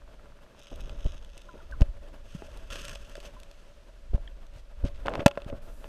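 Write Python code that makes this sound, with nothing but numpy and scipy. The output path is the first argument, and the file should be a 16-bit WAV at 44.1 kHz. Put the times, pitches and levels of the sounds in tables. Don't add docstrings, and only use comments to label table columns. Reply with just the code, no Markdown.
import sys
import numpy as np
from scipy import signal
from scipy.fft import rfft, irfft
from scipy.io import wavfile
from scipy.ndimage import uniform_filter1d

SR = 44100
rng = np.random.default_rng(int(sys.argv[2]) if len(sys.argv) > 2 else 0)


def unload_wav(signal):
    wavfile.write(
        sys.argv[1],
        SR,
        np.round(np.clip(np.atleast_2d(signal).T, -1, 1) * 32767).astype(np.int16),
    )


N = 259305
TIME = np.arange(N) / SR
HZ = np.fft.rfftfreq(16384, 1 / SR)


def amp(db):
    return 10 ** (np.asarray(db) / 20)


def unit_rms(x):
    return x / np.sqrt(np.mean(x ** 2) + 1e-20)


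def add(mix, start_s, sound):
    part = mix[max(round(start_s * SR), 0):][:len(sound)]
    part += sound[:len(part)]


def fader(rows, outside_db=None):
    return amp(np.interp(TIME, *np.transpose(rows), left=outside_db, right=outside_db))


def eq_curve(points):
    hz, db = np.transpose(points)
    return np.interp(np.log(HZ + 1), np.log(hz), db)


def hump(centre_hz, rise, fall):
    ratio = (HZ + 1) / centre_hz
    return -.5 * (rise * np.log2(1 + ratio ** -2) + fall * np.log2(1 + ratio ** 2))


def resonances(modes):
    db = 0
    for hz, width, peak_db in modes:
        detuning = ((HZ ** 2 - hz ** 2) / ((HZ + 1) * width)) ** 2
        db += np.sign(peak_db) * 10 * np.log10((detuning + amp(abs(peak_db)) ** 2) / (detuning + 1))
    return db


def grains(size, per_s, spread_db):
    chance, strength, sign = rng.random((3, size))
    strength = np.minimum(-np.log(1 - strength), 4)
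    return unit_rms((chance < per_s / SR) * np.sign(sign - .5) * amp(spread_db * strength))


def drift(per_s):
    knots = np.arange(0, TIME[-1] + 1, 1 / per_s)
    return unit_rms(np.interp(TIME, knots, rng.standard_normal(len(knots))))


# frequency in Hz, width in Hz, boost or dead-spot cut in dB.
CASE_MODES = [(571, 18.4, 19), (658.4, 29, 14), (730, 85, -8), (1376, 37, 6), (1650, 190, 4),
              (2150, 1200, -5.5), (2600, 190, 7.5), (3000, 440, 5), (3420, 250, 4), (4200, 170, -1.5),
              (6380, 160, 5.5), (7470, 2200, -6), (8020, 1000, 7), (11400, 120, 6.5)]

def case_ring(spectrum_db, share):
    db = spectrum_db + share * resonances(CASE_MODES)
    cepstrum = irfft(np.log(amp(np.maximum(db - db.max(), -100))))
    cepstrum[0] = 0
    half = len(HZ) - 1
    return irfft(np.exp(rfft(2 * cepstrum[:half], 2 * half)))[:half]


def through_case(drive, eq, share=1):
    return unit_rms(signal.fftconvolve(drive, case_ring(eq_curve(eq), share))[:len(drive)])


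def strike(spectrum_db, chatter, chatter_s, share=1):
    size = SR // 20
    t = np.arange(size) / SR
    force = chatter * unit_rms(rng.standard_normal(size) * np.exp(-t / chatter_s)) / np.sqrt(size)
    force[0] -= 1
    sound = signal.fftconvolve(force, case_ring(spectrum_db, share))
    return sound / abs(sound).max()


# frequency in Hz, EQ gain in dB.
SWAY_EQ = [(8, -12.5), (20, 2.5), (35, -1), (55, -7.5), (90, -21.5), (140, -32), (250, -46), (600, -88)]
# time in seconds, strength in dB.
CURRENT_LEVELS = [(0, -47), (.2, -48), (.67, -54.5), (.76, -35.5), (1.15, -38.5), (1.42, -49.5), (1.9, -41),
                  (2.4, -45.5), (2.62, -41), (2.95, -42), (3.2, -44), (3.8, -51.5), (4.35, -41.5),
                  (4.65, -46), (5.0, -35.5), (5.36, -54), (5.5, -38.5), (5.88, -42.5)]

def sway(ceiling_db=-33):
    rumble = through_case(rng.standard_normal(N), SWAY_EQ)
    rumble /= np.sqrt(uniform_filter1d(rumble ** 2, size=4000) + .109)
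    strength = np.hypot(fader(CURRENT_LEVELS), wakes())
    return rumble * np.minimum(strength, amp(ceiling_db))


# frequency in Hz, EQ gain in dB.
MURMUR_EQ = [(40, 7.5), (120, 3.5), (250, 1), (450, -1.5), (900, -5.5), (1500, -8), (2400, -14.5),
             (3200, -18), (6000, -26), (14000, -34.5)]
# time in seconds, level in dB before trim.
MURMUR_LEVELS = [(0, -57), (.68, -60.5), (.8, -52.5), (1.2, -59.5), (1.85, -54), (2.2, -60), (2.5, -58),
                 (3.2, -56), (3.4, -59), (4.95, -59.5), (5.45, -51), (5.6, -56.5), (5.88, -53)]

def murmur(trim_db=2, patchy_db=3):
    splashes = rng.standard_normal(N) + .47 * grains(N, per_s=380, spread_db=2)
    splashes *= amp(patchy_db * drift(per_s=35))
    return through_case(splashes, MURMUR_EQ, share=.63) * fader(MURMUR_LEVELS) * amp(trim_db)


# frequency in Hz, EQ gain in dB.
HISS_EQ = [(500, -1.5), (2000, 4.5), (3500, 2.5), (6000, -1.5), (9000, -8.5), (14000, -17.5)]
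# time in seconds, level in dB.
HISS_LEVELS = [(0, -70), (2.1, -68.5), (3.6, -67), (4.4, -69.5), (5.0, -69.5), (5.6, -83)]

def far_bubbles():
    return fader(HISS_LEVELS) * through_case(rng.standard_normal(N), HISS_EQ, share=.193)


def ticks(peak_db=-47.5, count=9, gap_s=.0572, lag_s=.0011, slowing=1.58):
    out, start = np.zeros(N), .0188
    dull = hump(1360, rise=29, fall=47)
    for k in range(count):
        add(out, start, amp(peak_db) * strike(dull, chatter=.68, chatter_s=.0032, share=.37))
        start += gap_s + lag_s * slowing ** k
    return out


def bubble_cloud(levels, eq, per_s, spread_db, clump_db):
    bursts = grains(N, per_s, spread_db) * amp(clump_db * drift(per_s=120))
    return through_case(bursts, eq, share=1.15) * fader(levels, outside_db=-100)


# frequency in Hz, EQ gain in dB.
PASSING_EQ = [(300, -19.5), (1400, 4), (2200, -1), (2600, 4), (3500, 4.5), (3900, 7), (4250, -26),
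              (5000, 2.5), (6600, 2), (7300, -11), (11000, -18.5), (14000, -28)]
# time in seconds, level in dB.
PASSING_LEVELS = [(.55, -71), (.58, -62.5), (.68, -57.5), (.9, -63.5), (1.08, -54.5), (1.25, -68.5),
                  (1.39, -61), (1.5, -70), (1.7, -70)]

def passing_cloud():
    return bubble_cloud(PASSING_LEVELS, PASSING_EQ, per_s=450, spread_db=3.8, clump_db=1.5)


def pop(tilt):
    colour = hump(5100, rise=11, fall=17.8) + tilt * np.log2((HZ + 1) / 3400)
    return strike(colour, chatter=1.3, chatter_s=.0018)


# start in seconds, peak in dB before trim, tilt in dB per octave.
CLEAR_POPS = [(0.5939, -47, 1), (0.6704, -39.5, -7), (0.8954, -36, -7.5), (1.0645, -36.5, -5.5),
              (1.3783, -37, -1.5), (1.7134, -44, -3), (2.5735, -39.5, 3), (2.7033, -34.5, -6),
              (2.7574, -29, -7), (2.8519, -30, -0.5), (2.8828, -28, -4.5), (2.9562, -31, -6),
              (3.1542, -31.5, -7), (3.2026, -40, 0), (3.4331, -38, -4), (3.5134, -41.5, -2.5),
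              (4.4677, -46.5, -4), (5.4196, -36, -10), (5.446, -42, -8), (5.4999, -34, -13)]
# start and length in seconds, pops a second,
# peak in dB before scatter, tilt in dB per octave.
GRIT_SHOWERS = [(0.599, 0.26, 16.4, -42, 3), (1.002, 0.49, 14.8, -42.5, -4.5), (2.721, .3, 18, -32.5, -3),
                (3.018, .4, 10, -39.5, -0.5), (5.05, .17, 23, -33.5, -4), (5.284, .12, 39, -36, -11)]

def grit(trim_db=2, scatter_db=3):
    out = np.zeros(N)
    for start, db, tilt in CLEAR_POPS:
        add(out, start, amp(db + trim_db) * pop(tilt))
    for start, length, per_s, db, tilt in GRIT_SHOWERS:
        for k, (late, weight) in enumerate(rng.random((16, 2))):
            delay = (k + late) / per_s
            sound = amp(db + scatter_db * (2 * weight - 1.5)) * pop(tilt)
            if delay < length:
                add(out, start + delay, sound)
    return out


# start and length in seconds, rms level in dB, centre in Hz,
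# treble roll-off in dB per octave.
SLIDES = [(0.714, 0.023, -44, 560, 19), (0.756, 0.22, -53, 288, 18), (1.049, 0.023, -37.5, 380, 20.5),
          (1.804, .024, -33, 497, 15.5), (1.536, 0.025, -48, 270, 13), (3.225, 0.036, -53, 600, 7.5),
          (4.133, 0.034, -41, 190, 8.5), (4.531, 0.083, -64.5, 4500, 15.5), (4.837, 0.026, -31, 198, 15.5),
          (4.844, 0.046, -51.5, 4800, 24.5), (4.943, .04, -62.5, 5500, 26), (5.045, 0.2, -37, 540, 13.5),
          (5.054, 0.012, -34, 1550, 32), (5.192, 0.02, -37, 2060, 21), (5.52, 0.033, -44, 500, 22)]

def rubs():
    out = np.zeros(N)
    for start, length, db, hz, fall in SLIDES:
        size = round(length * SR)
        slips = grains(SR // 2, per_s=1800, spread_db=2.5)[:size] * signal.windows.tukey(size, .25)
        sound = signal.fftconvolve(slips, case_ring(hump(hz, rise=4, fall=fall), share=.55))
        sound *= np.sqrt(size / (np.sum(sound ** 2) + 1e-20))
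        add(out, start, amp(db) * sound)
    return out


# time in seconds, peak in dB, push and release in seconds.
SURGES = [(1.0586, -19, 0.0021, 0.004), (1.818, -6.5, 0.0018, 0.0034), (4.147, -14, 0.0034, 0.0033),
          (4.5633, -41.5, 0.0018, 0.0022), (4.8465, -17.5, .0032, 0.00077), (5.194, -25, 0.00069, 0.00077),
          (5.465, -31.5, 0.0012, 0.001), (5.535, -30, 0.0014, 0.0016)]

def thumps():
    out, t = np.zeros(N), np.arange(-SR // 20, SR // 20) / SR
    for at, db, push, release in SURGES:
        swing = -t * np.exp(-abs(t) / np.where(t < 0, push, release))
        add(out, at + t[0], amp(db) * swing / abs(swing).max())
    return out


def wakes(relative_db=-12, build_s=.04, fade_s=.049):
    strength = np.zeros(N)
    for at, db, _, _ in SURGES:
        slope_s = np.where(TIME < at, build_s, fade_s)
        strength += amp(db + relative_db) * np.exp(-abs(TIME - at) / slope_s)
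    return strength


# start in seconds, level in dB before trim, opening pitch in Hz,
# seconds to decay by 60 dB, glide in octaves a second.
PLINKS = [(1.486, -48.5, 1045, 0.2, -2.5), (1.490, -41, 1440, 0.036, -10), (1.588, -49, 1014, 0.061, -20),
          (1.602, -47.5, 1480, 0.06, -15), (1.723, -37.5, 1620, 0.072, -11),
          (1.737, -44.5, 1140, 0.045, -16), (2.349, -25.5, 168, 0.04, -2), (2.484, -39, 605, 0.029, 2),
          (3.365, -47, 1023, 0.069, -0.5), (4.276, -33, 3210, 0.012, 4), (4.277, -35, 1800, 0.01, -1.5)]

def plinks(swell_s=.0012, trim_db=2):
    out, t = np.zeros(N), np.arange(SR // 10) / SR
    for start, db, hz, t60, glide in PLINKS:
        envelope = (1 - np.exp(-t / swell_s)) * np.exp(-np.log(1000) * t / t60)
        phase = 2 * np.pi * np.cumsum(hz * 2 ** (glide * t)) / SR
        add(out, start, amp(db + trim_db) * envelope * np.sin(phase))
    return out


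# frequency in Hz, width in Hz, boost in dB.
WALL_MODES = [(385, 130, 7), (832, 20, 8), (1037, 70, 7), (1340, 140, 4), (2665, 150, 7), (2944, 150, 7)]
# start in seconds, peak in dB before overload, centre in Hz,
# treble roll-off as a filter order, freedom to ring from 0 to 1.
BLOWS = [(1.8105, -27.5, 5970, 3, 0), (1.8194, -22, 2730, 1.8, 0.7), (2.4217, -29.5, 650, 3, 1),
         (3.179, -34, 560, 4.5, 1), (4.134, -29, 300, 4, 0.5), (4.179, -39, 603, 3, 0.86),
         (5.060, -27.5, 860, 2.4, 1), (5.069, -23.5, 1590, 2, 0), (5.0828, -11.5, 1400, 3.4, 0.4),
         (5.138, -21, 1266, 2.3, 0), (5.1545, -17.5, 880, 1.9, 0.47), (5.2052, -23.5, 1052, 2.5, 0.6),
         (5.261, 5.5, 400, 2.4, 0.42), (5.2625, 2.5, 800, 1.2, 0.35), (5.2628, 0, 4700, 2.2, 1),
         (5.2809, -15, 2500, 1.5, 0.98), (5.313, -26.5, 1280, 1.9, 1), (5.3749, -18.5, 700, 2.4, 0.6),
         (5.528, -25, 243, 2.6, 0.3), (5.843, -31, 785, 1.7, 0.68)]

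def knocks():
    out, wall = np.zeros(N), resonances(WALL_MODES)
    cushion = hump(7000, rise=0, fall=9)
    for start, db, hz, order, freedom in BLOWS:
        colour = hump(hz, rise=8, fall=6 * order) + cushion + freedom * wall
        add(out, start, amp(db) * strike(colour, chatter=.7, chatter_s=.002, share=freedom))
    return out


# frequency in Hz, EQ gain in dB.
SWARM_EQ = [(150, 0.5), (500, -7.5), (800, -21), (1100, -2), (1600, -2), (2300, -5.5), (2800, -4),
            (4000, -10), (6300, -7.5), (7300, -13.5), (11000, -22), (14000, -27.5)]
# time in seconds, level in dB before trim.
SWARM_LEVELS = [(2.24, -66), (2.31, -55.5), (2.48, -60.5), (2.698, -65), (2.704, -44.5), (2.8, -46.5),
                (2.95, -49), (2.975, -55), (3.15, -58), (3.27, -57.5), (3.32, -68.5), (3.7, -71)]

def swarm(trim_db=1):
    return amp(trim_db) * bubble_cloud(SWARM_LEVELS, SWARM_EQ, per_s=3400, spread_db=1.5, clump_db=3)


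# frequency in Hz, EQ gain in dB.
THIN_EQ = [(1500, -2), (4000, 3), (8000, 2.5), (14000, 0)]

def thin_hiss(start_s=5.62, level_db=-66):
    hiss = through_case(rng.standard_normal(N), THIN_EQ, share=0)
    return amp(level_db) * (TIME > start_s) * hiss


def scene():
    water = sway() + murmur() + thumps()
    fizz = far_bubbles() + thin_hiss() + passing_cloud() + swarm()
    return (water + fizz + knocks() + grit() + ticks() + plinks() + rubs())[None]


def record(dry, overload=.7, cutoff_hz=14400):
    clipped = np.clip(dry, -overload, overload)
    lowpass = signal.firwin(401, cutoff_hz, window=("kaiser", 8), fs=SR)
    return signal.oaconvolve(clipped, lowpass[None], "same")


dry = scene()
out = record(dry)
unload_wav(out)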